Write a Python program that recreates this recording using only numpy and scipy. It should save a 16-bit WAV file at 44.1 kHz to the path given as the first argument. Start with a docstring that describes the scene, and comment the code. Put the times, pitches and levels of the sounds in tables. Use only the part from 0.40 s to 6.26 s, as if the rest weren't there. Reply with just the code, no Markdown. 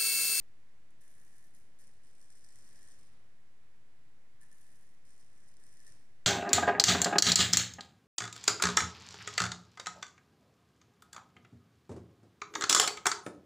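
"""Shaving with a straight razor

Two slow passes of short strokes run from a lathered chin down the throat, in a quiet tiled bathroom.
Each cut whisker is a tiny impulse that excites the modes of the steel and bends the blade.
Friction makes the edge hiss in the lather and the skin rub and thrum.
The tiles reverberate faintly over a low, steady room noise."""
import sys
import numpy as np
from scipy import signal
from scipy.fft import rfft, irfft, next_fast_len
from scipy.io import wavfile
from scipy.ndimage import uniform_filter1d, map_coordinates

SR = 44100
rng = np.random.default_rng(int(sys.argv[2]) if len(sys.argv) > 2 else 0)


def persist_wave(psi):
    """Save psi, clipped to +-1, as 16-bit WAV."""
    counts = np.round(np.clip(psi, -1, 1) * 32767).astype(np.int16)
    wavfile.write(sys.argv[1], SR, np.atleast_2d(counts).T)


N = 258426
TIME = np.arange(N) / SR
HALF_EACH_WAY = np.array([[.5], [-.5]])  # splits a left-right contrast between the channels


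def amp(db):
    """Amplitude ratio of a level in decibels."""
    return 10 ** (np.asarray(db) / 20)


def unit_rms(x):
    """Normalisation: the mean of the channels gets rms 1."""
    return x / np.sqrt(np.mean(np.atleast_2d(x).mean(0) ** 2) + 1e-20)


def curve(table, hz, column=1):
    """Interpolation of one column on a log-frequency axis."""
    columns = np.transpose(table)
    return np.interp(np.log(hz + 1), np.log(columns[0] + 1), columns[column])


def filtered(x, response):
    """Linear filtering: the spectrum of x times a complex frequency response."""
    size = next_fast_len(N + SR // 2)
    return irfft(rfft(x, size) * response(np.fft.rfftfreq(size, 1 / SR)), size)[..., :N]


def noise(spectrum, shape=(2, N)):
    """Spectral shaping: white noise takes on the given colour."""
    return filtered(rng.standard_normal(shape), lambda hz: amp(curve(spectrum, hz)))


def swell(start, end, rise_s, fall_db_per_s):
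    """Envelope: a linear rise up to the start, a hold, and exponential decay after the end."""
    rise = np.clip(1 + (TIME - start) / rise_s, 0, 1)
    return rise * amp(-fall_db_per_s * np.maximum(TIME - end, 0))


# air noise: (frequency [Hz], relative spectral density [dB])
AIR_SPECTRUM = [(20, -16.5), (40, -13.5), (70, -13), (125, -9), (190, -15.5), (400, -21), (800, -24.5),
                (1400, -27), (1850, -24), (2800, -31.5), (4400, -34.5), (8000, -37.5), (12000, -43),
                (15500, -49)]
# its likeness in the two channels: (frequency [Hz], coherence [0..1])
AIR_COHERENCE = [(45, .99), (65, 1), (88, 0.98), (120, 0.87), (190, .25), (260, 0), (600, .03), (2000, 0),
                 (12000, .0)]
# its balance: (frequency [Hz], left minus right [dB])
AIR_BALANCE = [(1200, -0.5), (1700, -1), (2300, -3.5), (4000, -2.5), (7000, -3.5), (12000, -3)]
# mains harmonics: (frequency [Hz], level [dB])
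MAINS_HUM = [(100, -88.5), (200, -90), (300, -93)]
def room_noise():
    """Spatial coherence: steady air noise is alike left and right only in the bass; the mains hum."""
    mid, side = noise(AIR_SPECTRUM)
    side = filtered(side, lambda hz: np.tan(np.arccos(curve(AIR_COHERENCE, hz)) / 2))
    air = np.array([mid + side, mid - side])
    air = filtered(air, lambda hz: amp(HALF_EACH_WAY * curve(AIR_BALANCE, hz)))
    hum = sum(amp(db) * np.sqrt(2) * np.sin(2 * np.pi * (hz * TIME + rng.random()))
              for hz, db in MAINS_HUM)
    return amp(-72) * unit_rms(air) + hum


RUB_RISE_S, RUB_FALL_DB_PER_S = 0.19, 84
# passes of the blade: (lands [s], leaves chin [s], reaches throat [s], meets loose skin [s], lifts [s])
BLADE_PASSES = [(0.6, 1.245, 1.75, 2.196, 2.8), (4.0, 4.442, 4.68, 5.5, 5.56)]
# rub and thrum of the skin: (frequency [Hz], relative level [dB])
RUB_SPECTRUM = [(50, -39), (120, 1), (210, -1.5), (330, 0), (700, -4.5), (1400, -6), (3000, -10.5),
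                (5000, -13.5), (8000, -36), (15000, -49)]
THRUM_SPECTRUM = [(25, -6), (100, 2), (200, -5), (300, -10.5), (500, -13.5), (3000, -71)]
def skin_friction():
    """Sliding friction: skin rubs and thrums under the flat of the blade, most where it is loose."""
    drag = np.zeros(N)
    for lands, _, _, loosens, lifts in BLADE_PASSES:
        taut = amp(-86.5) * swell(lands, lifts, RUB_RISE_S, RUB_FALL_DB_PER_S)
        loose = amp(-75) * swell(loosens, lifts, RUB_RISE_S, RUB_FALL_DB_PER_S)
        drag += np.maximum(taut, loose)
    rub = amp(-2.5) * unit_rms(noise(RUB_SPECTRUM))
    thrum = amp(-0.5) * unit_rms(noise(THRUM_SPECTRUM, shape=N))
    return drag * (rub + thrum)


def throat_share(flatten_per_s=.35):
    """Timbre follows the point of contact: 0 on the chin, where each pass begins, 1 on the throat."""
    throat = np.zeros(N)
    for lands, leaves, reaches, _, _ in BLADE_PASSES:
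        travel = np.interp(TIME, [leaves, reaches], [0, 1])
        # down the throat the edge flattens, and its colour drifts back towards that of the chin
        travel -= flatten_per_s * np.maximum(TIME - reaches, 0)
        throat = np.where(TIME > lands - RUB_RISE_S, travel, throat)
    return np.clip(throat, 0, 1)


def snap(spectrum, scatter, ripple_db, stray_s, size=512):
    """Minimum-phase impulse: each spot of the edge gives a click its own colour and path delay."""
    hz = np.fft.rfftfreq(size, 1 / SR)
    knots = [np.linspace(0, 19, len(hz))]
    ripple = np.array([map_coordinates(rng.standard_normal(20), knots) for channel in "LR"])
    db = curve(spectrum, hz * np.exp(scatter * rng.standard_normal())) + ripple_db * ripple
    # folding the cepstrum makes the click causal
    cepstrum = irfft(np.log(amp(db)))
    cepstrum[:, 1:size // 2] *= 2
    cepstrum[:, size // 2 + 1:] = 0
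    delay_s = 8 / SR + stray_s * np.clip(rng.standard_normal((2, 1)), -2, 2)
    click = irfft(np.exp(rfft(cepstrum) - 2j * np.pi * hz * delay_s))
    return click / np.linalg.norm(click) * np.sqrt(2)


# a snap on the chin and on the throat: (frequency [Hz], relative level [dB])
CHIN_SPECTRUM = [(1200, -23.5), (2500, -20), (4000, -10.5), (6000, -4.5), (6400, -4), (6800, -2),
                 (7250, -7), (8600, -1), (9700, 4.5), (10400, -8), (11200, -4.5), (12600, -10),
                 (14000, -19), (15500, -19.5)]
THROAT_SPECTRUM = [(1200, -30), (2500, -23.5), (4000, -11), (5000, -5), (5650, -2.5), (6500, -6),
                   (7500, -5.5), (8200, -4), (8900, 3.5), (9700, -5.5), (10500, -5.5), (12000, -12),
                   (13500, -18), (15500, -38.5)]
# the thickest whiskers giving way: (time [s], relative level [dB])
WHISKER_BREAKS = [(0.5055, -61), (0.616, -56), (0.6785, -53), (0.8132, -59), (0.9817, -55), (1.148, -53),
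                  (1.3947, -55), (1.4702, -55), (1.8141, -53.5), (1.826, -57), (1.9023, -49.5),
                  (1.9205, -61), (1.952, -56), (1.9834, -61), (2.0449, -52), (2.0872, -53), (2.1048, -56),
                  (2.1573, -50.5), (2.1855, -55), (2.4296, -52), (2.475, -55), (2.485, -52.5), (2.518, -55),
                  (4.013, -53), (4.0216, -54), (4.0311, -52), (4.127, -53.5), (4.7056, -56.5),
                  (4.8025, -63), (5.0827, -58), (5.1676, -55.5), (5.2371, -52.5), (5.2656, -55.5),
                  (5.3264, -56), (5.4655, -50.5), (5.5212, -52)]
def thick_whiskers(throat):
    """Fracture: a thick whisker cracks and tugs the blade; two weaker neighbours follow at once."""
    cracks, tugs = np.zeros((2, N + SR)), np.zeros(N)
    for time_s, db in WHISKER_BREAKS:
        onset = round((time_s + .001) * SR)
        lather_db = -3 * (1 - throat[onset])  # the thick lather of the chin cushions the crack
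        spectrum = THROAT_SPECTRUM if throat[onset] > .5 else CHIN_SPECTRUM
        # a clean break lets the edge ring longer, which sharpens its resonances
        sharpened = [(hz, 1.5 * level) for hz, level in spectrum]
        lags_s = 0, rng.uniform(.0003, .0012), rng.uniform(.0013, .003)
        for lag_s, size_db in zip(lags_s, (3, -1.5, -4.5)):
            click = snap(sharpened, scatter=0.029, ripple_db=3.2, stray_s=4e-6)
            click *= amp(db + size_db + lather_db) / np.abs(click).max()
            start = onset + int(lag_s * SR)
            cracks[:, start:start + click.shape[1]] += click
        tugs[onset] = amp(db)
    return cracks[:, :N], tugs


def resonate(x, modes, alternate=False):
    """Modal superposition: x drives damped modes, of alternating sign for a bar driven at its tip."""
    t = np.arange(SR // 4) / SR
    response = np.zeros(len(t))
    for k, (hz, db, t60) in enumerate(modes):
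        sign = -1 if alternate and k % 2 else 1
        response += sign * amp(db - 60 * t / t60) * np.cos(2 * np.pi * hz * t)
    response /= np.linalg.norm(response)
    return signal.fftconvolve(np.atleast_2d(x), response[None], axes=1)[:, :N]


# thin tones of the steel: (frequency [Hz], relative level [dB], 60 dB decay time [s])
STEEL_MODES = [(5300, -3, 0.048), (5010, -6, 0.069), (5560, -2.5, 0.049), (5870, -2.5, 0.061),
               (6210, 0.5, 0.026), (6690, 6, 0.024), (8500, -5.5, 0.028), (8700, -2.5, 0.021),
               (9830, -1, 0.023)]
# bending of the blade in its handle: (frequency [Hz], relative level [dB], 60 dB decay time [s])
BENDING_MODES = [(1751.5, 5.5, 0.037), (1846, -4, 0.03), (1877, -1.5, 0.053), (1850, -4.5, 0.014)]
def blade_resonance(snaps, force):
    """Impulse excitation: snaps ring the steel, and the pull of the whiskers bends the blade."""
    return amp(-16) * resonate(snaps, STEEL_MODES) + resonate(force, BENDING_MODES, alternate=True)


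BITE_S, RELEASE_DB_PER_S, UNBEND_DB_PER_S = 0.011, 86.5, 164
JUDDER_DB, JUDDER_PER_S = 1.12, 40
# strokes: (start [s], length [s], first cutting level [dB], last [dB], flex over cutting level [dB])
EDGE_STROKES = [(0.614, 0.42, -73.5, -76, -4.5), (1.143, 0.035, -73.5, -77, -19),
                (1.393, 0.052, -73, -74, -7), (1.629, 0.69, -78.5, -72, -10),
                (2.247, 0.25, -73.5, -71.5, -4), (2.589, 0.067, -74, -78, -19),
                (4.012, 0.022, -76, -77, 1.5), (4.116, 0.34, -74.5, -77.5, -4),
                (4.655, 0.14, -76.5, -74, -9), (4.89, 0.19, -80.5, -76.5, -3.5),
                (5.187, 0.29, -78.5, -71, -3.5)]
def stroke_levels():
    """Attack and decay, in dB: the edge bites quickly and coasts to a stop; the blade unbends sooner."""
    cut = flex = np.full(N, 1e-6)
    for start, length, first_db, last_db, flex_db in EDGE_STROKES:
        end = start + length
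        push = amp(np.interp(TIME, [start, end], [first_db, last_db]))
        cut = np.maximum(cut, push * swell(start, end, BITE_S, RELEASE_DB_PER_S))
        flex = np.maximum(flex, push * amp(flex_db) * swell(start, end, BITE_S, UNBEND_DB_PER_S))
    # uneven stubble makes both levels waver
    judder_db = JUDDER_DB * map_coordinates(rng.standard_normal(N // 100), [TIME * JUDDER_PER_S])
    return 20 * np.log10(cut) + judder_db, 20 * np.log10(flex) + judder_db


def whisker_impulses(per_second, spread_db, spots=12):
    """Poisson process: whiskers part at random moments, each at one of several spots of the edge."""
    parts = rng.random(N) < per_second / SR
    sizes = amp(spread_db * np.clip(rng.standard_normal(N), -2, 2))
    impulses = parts * sizes * rng.choice([-1, 1], N)
    local_power = np.abs(uniform_filter1d(impulses ** 2, SR // 25))
    at_spot = rng.integers(spots, size=N) == np.arange(spots)[:, None]
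    return impulses / np.sqrt(local_power + 0.0019) * at_spot


def stubble(cut_db, throat):
    """Shot noise: dense snaps of fine whiskers merge into a rasp over the hiss of the edge in lather."""
    # a faster stroke meets more whiskers a second; they stand sparser on the throat
    per_second = 1250 * amp(.6 * (cut_db + 71.5)) * (1 - .35 * throat)
    spots = whisker_impulses(per_second, spread_db=6.5)
    rasp = np.zeros((2, N))
    for spectrum, share in ((CHIN_SPECTRUM, 1 - throat), (THROAT_SPECTRUM, throat)):
        push = amp(cut_db) * np.sqrt(share)
        for impulses in spots:
            click = snap(spectrum, scatter=0.04, ripple_db=4, stray_s=6e-6)
            rasp += amp(-0.5) * signal.oaconvolve((impulses * push)[None], click, axes=1)[:, :N]
        hiss = unit_rms(noise(spectrum))
        rasp += amp(-12) * push * hiss
    return rasp, spots.sum(0)


# paths to two microphone ports: (frequency [Hz], left minus right [dB], left lead at off_axis=1 [rad])
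PORT_RESPONSE = [(1050, -2.5, -2), (1860, 2, -2), (2380, -3.5, 2.5), (5100, -3.5, 1.66), (6400, -1.5, 3.5),
                 (8150, 2.5, 1.8), (9020, 0.5, 2.5), (9770, 1.5, 3), (11070, 8.5, 2), (12600, -0.5, 2.2)]
def direct_path(x, off_axis):
    """Directional hearing: the direct sound reaches the two ports with unequal level and phase."""
    def response(hz):
        gain = amp(HALF_EACH_WAY * curve(PORT_RESPONSE, hz))
        phase = HALF_EACH_WAY * off_axis * curve(PORT_RESPONSE, hz, column=2)
        return gain * np.exp(1j * phase)
    return filtered(x, response)


def razor():
    """Source and resonator: parting whiskers drive the blade, which lies further off axis on the throat."""
    cut_db, flex_db = stroke_levels()
    throat = throat_share()
    rasp, pulls = stubble(cut_db, throat)
    cracks, tugs = thick_whiskers(throat)
    snaps = rasp + cracks
    sound = snaps + blade_resonance(snaps, force=amp(flex_db) * pulls + amp(1.7) * tugs)
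    return (1 - throat) * direct_path(sound, off_axis=0.74) + throat * direct_path(sound, off_axis=0.85)


def early_reflections(x, latest_s=.009, count=10):
    """Specular reflection: hand, mirror and basin send each port its own delayed copies."""
    taps = np.zeros((2, SR // 10))
    for port in taps:
        signs = rng.choice([-1, 1], count)
        delays = (rng.uniform(.0005, latest_s, count) * SR).astype(int)
        port[delays] = signs / np.sqrt(count)
    return signal.fftconvolve(x, taps, axes=1)[:, :N]


# the tiled room: (frequency [Hz], reverberation time [s])
TILE_DECAY = [(300, 0.74), (2000, 0.63), (6000, 0.64), (12000, 0.13)]
def tile_reverberation(x):
    """Diffuse field: the answer of the tiles decays exponentially, uncorrelated at the two ports."""
    hz, t, bands = signal.stft(rng.standard_normal((2, SR // 2)), SR, nperseg=256)
    decay = amp(-60 * t / curve(TILE_DECAY, hz)[:, None])
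    tail = signal.istft(bands * decay, SR, nperseg=256)[1]
    tail = np.pad(tail / np.linalg.norm(tail[0]), ((0, 0), (SR // 250, 0)))  # arrives 4 ms late
    return signal.fftconvolve(x, tail, axes=1)[:, :N]


def scene():
    """Superposition: the razor close by, its echoes, the skin and the room."""
    direct = razor()
    echoes = amp(-10.5) * early_reflections(direct) + amp(-5.5) * tile_reverberation(direct)
    return amp(1.5) * direct + echoes + skin_friction() + room_noise()


def record(dry, top_hz=15700, offset=-.0054):
    """Band limiting: an ideal low-pass filter, with the signal resting slightly off zero."""
    return filtered(dry, lambda hz: hz < top_hz) + offset


dry = scene()
out = record(dry)
persist_wave(out)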